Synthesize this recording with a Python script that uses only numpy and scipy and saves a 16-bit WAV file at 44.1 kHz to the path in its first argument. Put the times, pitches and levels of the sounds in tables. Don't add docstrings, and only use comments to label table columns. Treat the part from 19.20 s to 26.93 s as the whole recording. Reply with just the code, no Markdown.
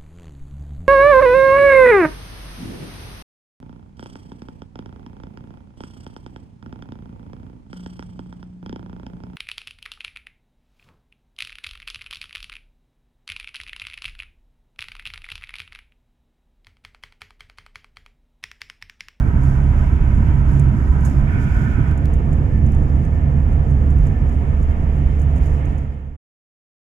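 import sys
import numpy as np
from scipy.fft import rfft, irfft, next_fast_len
from scipy.io import wavfile
from scipy.ndimage import uniform_filter1d, minimum_filter1d, map_coordinates

SR = 44100
rng = np.random.default_rng(int(sys.argv[2]) if len(sys.argv) > 2 else 0)


def put_to_file(sound):
    columns = np.atleast_2d(sound).T
    safe = np.clip(columns, -1, 1)
    whole_steps = np.round(safe * 32767)
    wavfile.write(sys.argv[1], SR, whole_steps.astype(np.int16))


N = 340881

TURN_S, FADE_START_S = 2.70, 6.528
# pitch_hz, likeness (1 the same, -1 opposite)
LIKENESS_SIDE = [(60, 0.99), (160, 0.93), (350, -0.8), (520, 0.43), (680, .55), (950, 0.47), (1300, -.4),
                 (1800, -0.32), (2500, -0.1), (3200, -0.051), (5000, 0.45)]
# pitch_hz, likeness
LIKENESS_FRONT = [(60, 0.96), (130, 0.91), (290, 0.86), (600, 0.44), (800, 0), (1050, -0.4), (1600, -.4),
                  (2400, 0.47), (3400, -0.096), (5000, 0.13)]


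def engine(main_waver_db=1.66, other_waver_db=3, level_db=-0.17):
    # time_s, rate_hz
    firing_rate = [(0, 68.64), (.5, 66.96), (2.65, 68.75), (2.8, 71.77), (6.9, 70.6)]
    # time_s, level_db
    boom_levels = [(0, -19), (.2, -13.5), (.8, -18), (1.2, -13.5), (2.0, -16), (2.25, -19), (2.75, -19.5),
                   (3.2, -16), (4.05, -19.5), (4.5, -13.5), (4.95, -17.5), (5.85, -17), (6.5, -18)]
    # multiple (of the firing rate), side_level_db, front_level_db
    tones = [(.5, -7.5, -19.5), (1, 0, 0.5), (2, -10, -12.5), (3, -25, -22.5), (3.5, -30.5, -23),
             (4, -35.5, -26)]
    phase = 2 * np.pi * np.cumsum(curves(firing_rate)[0]) / SR
    boom_db, = curves(boom_levels)
    front = facing_forward()
    hum = np.zeros(N)
    for multiple, side_db, front_db in tones:
        db = side_db + front * (front_db - side_db)
        waver_db = main_waver_db if multiple == 1 else other_waver_db
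        drift = rng.uniform(0, 2 * np.pi) + 0.19 * multiple * wobble(5)
        hum += amp(db + waver_db * wobble(7)) * np.sqrt(2) * np.sin(multiple * phase + drift)
    return filtered(hum * amp(boom_db + level_db), balance)


def road(shake_db=1.5, drone_db=0.47, cabin_db=-7, waver_db=1.0, dip_length_s=0.16):
    # time_s, shake_level_db, drone_level_db
    roughness = [(0, -24, -18), (1, -20.5, -18.5), (2.6, -22.5, -17), (2.8, -19, -20), (3.45, -20, -17.5),
                 (3.95, -23, -20.5), (4.7, -21, -19), (5.45, -17.5, -22), (6.5, -22.5, -22.5)]
    # middle_s, level_db
    dips = [(.84, -18.5), (1.73, -12.5), (1.98, -16.5), (2.33, -14), (4.85, -16.5), (5.47, -16)]
    # pitch_hz, level_db
    shake_colour = [(10, -21), (18, -5.5), (27, -8.5), (34, -2), (40, -8.5), (50, -1), (58, -4.5),
                    (66, -8.5)]
    # pitch_hz, level_db
    drone_colour = [(50, -35), (68, -5), (85, 3), (100, -1), (112, -3.5), (125, -2.5), (160, -4.5),
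                    (192, -12.5), (225, -11.5), (255, -14), (290, -15.5), (370, -22.5), (480, -31),
                    (700, -60)]
    # pitch_hz, width_hz, level_db
    air_booms = [(137.35, 8.5, -2.5), (212.9, 6.8, -12.5)]
    body_db, panel_db = curves(roughness)
    heave = sum(amp(db) * swell(s, dip_length_s) for s, db in dips)
    shake = np.hypot(amp(body_db), heave) * amp(shake_db) * noise(colour(shake_colour))
    drone = amp(drone_db) * noise(colour(drone_colour))
    cabin = amp(cabin_db) * noise(resonances(air_booms))
    return shake + amp(panel_db + waver_db * wobble(22)) * (drone + cabin)


def tyres(level_db=-40, side_db=0.45, front_db=2.5, glass_db=-4.5, sway_db=0.67, grain_db=0.83):
    # pitch_hz, level_db
    side_colour = [(220, -29.5), (380, -4.5), (515, -7), (647, -5.5), (836, -7.5), (962, -6.5),
                   (1090, -12.5), (1290, -7.5), (1900, -13.5), (2470, -46.5), (4180, -120)]
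    # pitch_hz, level_db
    front_colour = [(220, -27), (380, -7), (471, -1.5), (605, -9), (660, -3.5), (792, -9.5), (906, -9),
                    (1110, -15.5), (1210, -13), (1540, -19), (1750, -16.5), (1900, -21), (2470, -49),
                    (4180, -120)]
    # pitch_hz, width_hz, level_db
    glass_rings = [(645, 40, 0.5), (975, 100, -1.5), (1300, 75, -1.5), (1529, 83, -1.5), (2246, 160, -12.5)]
    roar_db = level_db + sway_db * wobble(5.3)
    side = amp(side_db) * noise(colour(side_colour), LIKENESS_SIDE)
    side += amp(glass_db) * noise(resonances(glass_rings), LIKENESS_SIDE)
    front = amp(front_db) * noise(colour(front_colour))
    share = facing_forward()
    roar = np.sqrt(1 - share) * side + np.sqrt(share) * front
    return amp(roar_db + grain_db * wobble(25)) * roar


def wind(level_db=-1, eddy_db=0.77):
    # time_s, level_db
    air_levels = [(.1, -51.5), (.55, -48), (1.05, -48), (1.6, -50), (4.2, -52.7), (5.25, -51), (6.3, -49.5)]
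    # pitch_hz, level_db
    air_colour = [(1400, -17.5), (1650, -9), (1790, 0.5), (1950, -5.5), (2100, 1), (2350, -3), (2550, -5),
                  (2800, -8), (3050, -8), (3400, -15), (3800, -21.5), (4400, -30)]
    # middle_s, length_s, level_db
    gusts = [(3.33, 0.33, -52), (3.98, .2, -51.5), (4.95, 0.27, -50.5)]
    # pitch_hz, width_hz, level_db
    gap_rings = [(1770, 70, 0), (2200, 370, -11)]
    air_db, = curves(air_levels)
    stream = amp(air_db + level_db + eddy_db * wobble(12)) * noise(colour(air_colour))
    blowing = sum(amp(db) * swell(s, length_s) for s, length_s, db in gusts)
    return stream + blowing * noise(resonances(gap_rings))


def door_seal(start_s=2.06, rise_s=0.016, hold_s=0.59, level_db=-39, flutter_db=1.5):
    # pitch_hz, width_hz, level_db
    seal_rings = [(1477, 140, 2.5), (1774, 49, -5), (2210, 370, -3.5), (2490, 150, -14), (3020, 720, -14.5)]
    rush = np.zeros((2, N))
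    for hz, width_hz, db in seal_rings:
        flutter = amp(db + flutter_db * wobble(20))
        rush += flutter * noise(resonances([(hz, width_hz, 0)]), LIKENESS_SIDE)
    sag_db = 3.5 * since(start_s)
    release_db = 60 * np.maximum(since(start_s + hold_s), 0)
    return ramp(start_s, rise_s) * amp(level_db - sag_db - release_db) * unit(rush)


def ticks(level_db=-5.5, rise_s=0.0011, chatter_db=2.5, left_shift_db=2):
    # start_s, level_db, decay_s (time to fall 60 dB), left_minus_right_db
    clear_ticks = [(.233, -46, .08, -2), (1.3953, -26.5, .022, 3), (1.806, -45, .04, -1.5),
                   (1.849, -31, .07, -6), (1.871, -43, .04, -2), (1.898, -42.5, .02, -5.5),
                   (2.776, -40, 0.027, -2.5), (2.934, -42.5, 0.059, -3), (3.128, -43.5, 0.056, -3),
                   (3.4619, -39, .025, -10.5), (3.519, -43, .03, -3.5), (3.547, -45.5, .04, -5.5),
                   (3.848, -47, .04, -2), (4.702, -43.5, .04, -2.5), (4.865, -45.5, .06, -8),
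                   (5.091, -42.5, .03, -5), (5.427, -44, .04, -2.5), (5.993, -42.5, .06, -4),
                   (6.016, -44.5, 0.092, -1), (6.160, -44.5, .06, -3.5), (6.258, -46, .08, -3),
                   (6.453, -45.5, .05, -4), (6.579, -41.5, .035, -3)]
    faint_ticks = [(s, -51, .04, -2) for s in rng.uniform(TURN_S, FADE_START_S, size=8)]
    t = np.arange(SR // 4) / SR
    loudness = np.zeros((2, N))
    for start_s, db, decay_s, left_db in [*clear_ticks, *faint_ticks]:
        burst = amp(db) * np.exp(-np.log(1000) * t / decay_s) * (1 - np.exp(-t / rise_s))
        sides = amp((left_db + left_shift_db) * np.array([[.5], [-.5]]))
        loudness[:, round(start_s * SR):][:, :len(t)] += sides * burst
    return loudness * amp(level_db + chatter_db * wobble(500)) * plastic_noise()


def clicks(level_db=2):
    # start_s, level_db, left_minus_right_db
    contacts = [(2.713, -27, -6), (2.857, -23.5, -17.5)]
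    # pitch_hz, level_db
    click_colour = [(2200, -5), (3200, 1.5), (4500, 0), (7000, -2), (10000, -5), (15000, -7.5)]
    pushes = np.zeros((2, N))
    for start_s, db, left_db in contacts:
        pushes[:, round(start_s * SR)] = amp(db + level_db) * amp([left_db / 2, -left_db / 2])
    return filtered(pushes, colour(click_colour))


def rustle(side_db=-63.5, front_db=-66, hiss_db=0.85, flicker_db=1, creak_db=-7, uneven_db=4.0):
    # start_s, length_s, level_db
    rubs = [(0.207, .3, -59), (0.453, .4, -64), (1.246, .25, -60.5), (1.578, .4, -63.5),
            (1.815, .25, -57.5), (2.153, .35, -57), (2.332, .3, -61), (4.811, .15, -62.5), (6.195, .2, -60)]
    steady = amp(side_db + facing_forward() * (front_db - side_db))
    rubbing = sum(amp(db) * np.interp(since(s) / length_s, [0, .2, 1], [0, 1, 0])
                  for s, length_s, db in rubs)
    # pitch_hz, level_db
    hiss_colour = [(2240, -34.5), (3800, -6.5), (4030, -14), (4250, -8), (5160, -2.5), (6080, -5),
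                   (6920, -2), (7210, -2.5), (7830, -9), (8710, -7.5), (11200, -12), (14600, -11),
                   (15500, -18)]
    hiss = amp(hiss_db + flicker_db * wobble(30)) * noise(colour(hiss_colour))
    creaks = unit(amp(uneven_db * (wobble(22) + wobble(160))) * plastic_noise())
    return np.hypot(steady, rubbing) * (hiss + amp(creak_db) * creaks)


def plastic_noise():
    # pitch_hz, level_db
    plastic_colour = [(2500, -29.5), (4500, -19), (5700, -9.5), (6800, 1.5), (7700, -6.5), (8900, -1.5),
                      (10500, -10.5), (15000, -13.5)]
    return noise(colour(plastic_colour))


def facing_forward(turn_length_s=0.069):
    return ramp(TURN_S, turn_length_s)


def balance(hz):
    # pitch_hz, left_minus_right_db
    left_lean = [(60, -4), (120, -6.5), (200, -4.5), (380, -0.6), (700, -1.5), (1290, -5.5), (2380, -7.5),
                 (3200, -8.5), (4400, -7), (6000, -8.5), (7000, -12.5), (7900, -1), (8900, 6.5),
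                 (10500, -1.5), (15000, 0)]
    return amp(np.outer([.5, -.5], along(left_lean, hz)))


def noise(response, likeness=LIKENESS_FRONT):
    def shared_and_opposite(hz):
        angle = np.arccos(np.clip(along(likeness, hz), -1, 1)) / 2
        return response(hz) * [np.cos(angle), np.sin(angle)]
    shared, opposite = filtered(rng.standard_normal((2, N)), shared_and_opposite)
    return unit(filtered(np.array([shared + opposite, shared - opposite]), balance))


def colour(points):
    low_hz, high_hz = points[0][0], points[-1][0]
    return lambda hz: (amp(along(points, hz)) * np.minimum(hz / low_hz, 1) ** 2
                       * (high_hz / np.maximum(hz, high_hz)) ** 8)


def resonances(rings):
    return lambda hz: sum(amp(db) / (1 + ((hz - pitch_hz) / width_hz) ** 2) ** 2
                          for pitch_hz, width_hz, db in rings)


def filtered(x, response):
    size = next_fast_len(N + SR // 2)
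    return irfft(rfft(x, size) * response(np.fft.rfftfreq(size, 1 / SR)), size)[..., :N]


def along(points, hz):
    pitches, values = np.transpose(points)
    return np.interp(np.log(hz + 1), np.log(pitches + 1), values)


def curves(rows):
    times, *columns = np.transpose(rows)
    return [np.interp(since(0), times, column) for column in columns]


def wobble(rate):
    return map_coordinates(rng.standard_normal(int(N * rate / SR) + 4), [np.arange(N) * rate / SR])


def amp(db):
    return 10 ** (np.asarray(db) / 20)


def unit(x):
    return x / np.sqrt(np.mean(np.atleast_2d(x).mean(0) ** 2) + 1e-20)


def since(s):
    return np.arange(N) / SR - s


def ramp(start_s, length_s):
    return np.clip(since(start_s) / length_s, 0, 1)


def swell(middle_s, length_s):
    return np.cos(np.pi * np.clip(since(middle_s) / length_s, -.5, .5))


def limited(x, ceiling=.84):
    needed = ceiling / np.maximum(np.abs(x).max(0), ceiling)
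    held = minimum_filter1d(needed, size=800)
    return x * uniform_filter1d(uniform_filter1d(held, size=400), size=400)


def scene():
    return engine() + road() + tyres() + wind() + door_seal() + ticks() + clicks() + rustle()


def record(dry, gain_db=-1.71, fade_db_per_s=37.5, stop_s=6.955, top_hz=15500):
    fade = amp(-fade_db_per_s * np.maximum(since(FADE_START_S), 0))
    stop = 1 - ramp(stop_s, length_s=0.011)
    return filtered(limited(amp(gain_db) * dry) * fade * stop, lambda hz: hz < top_hz)


dry = scene()
out = record(dry)
put_to_file(out)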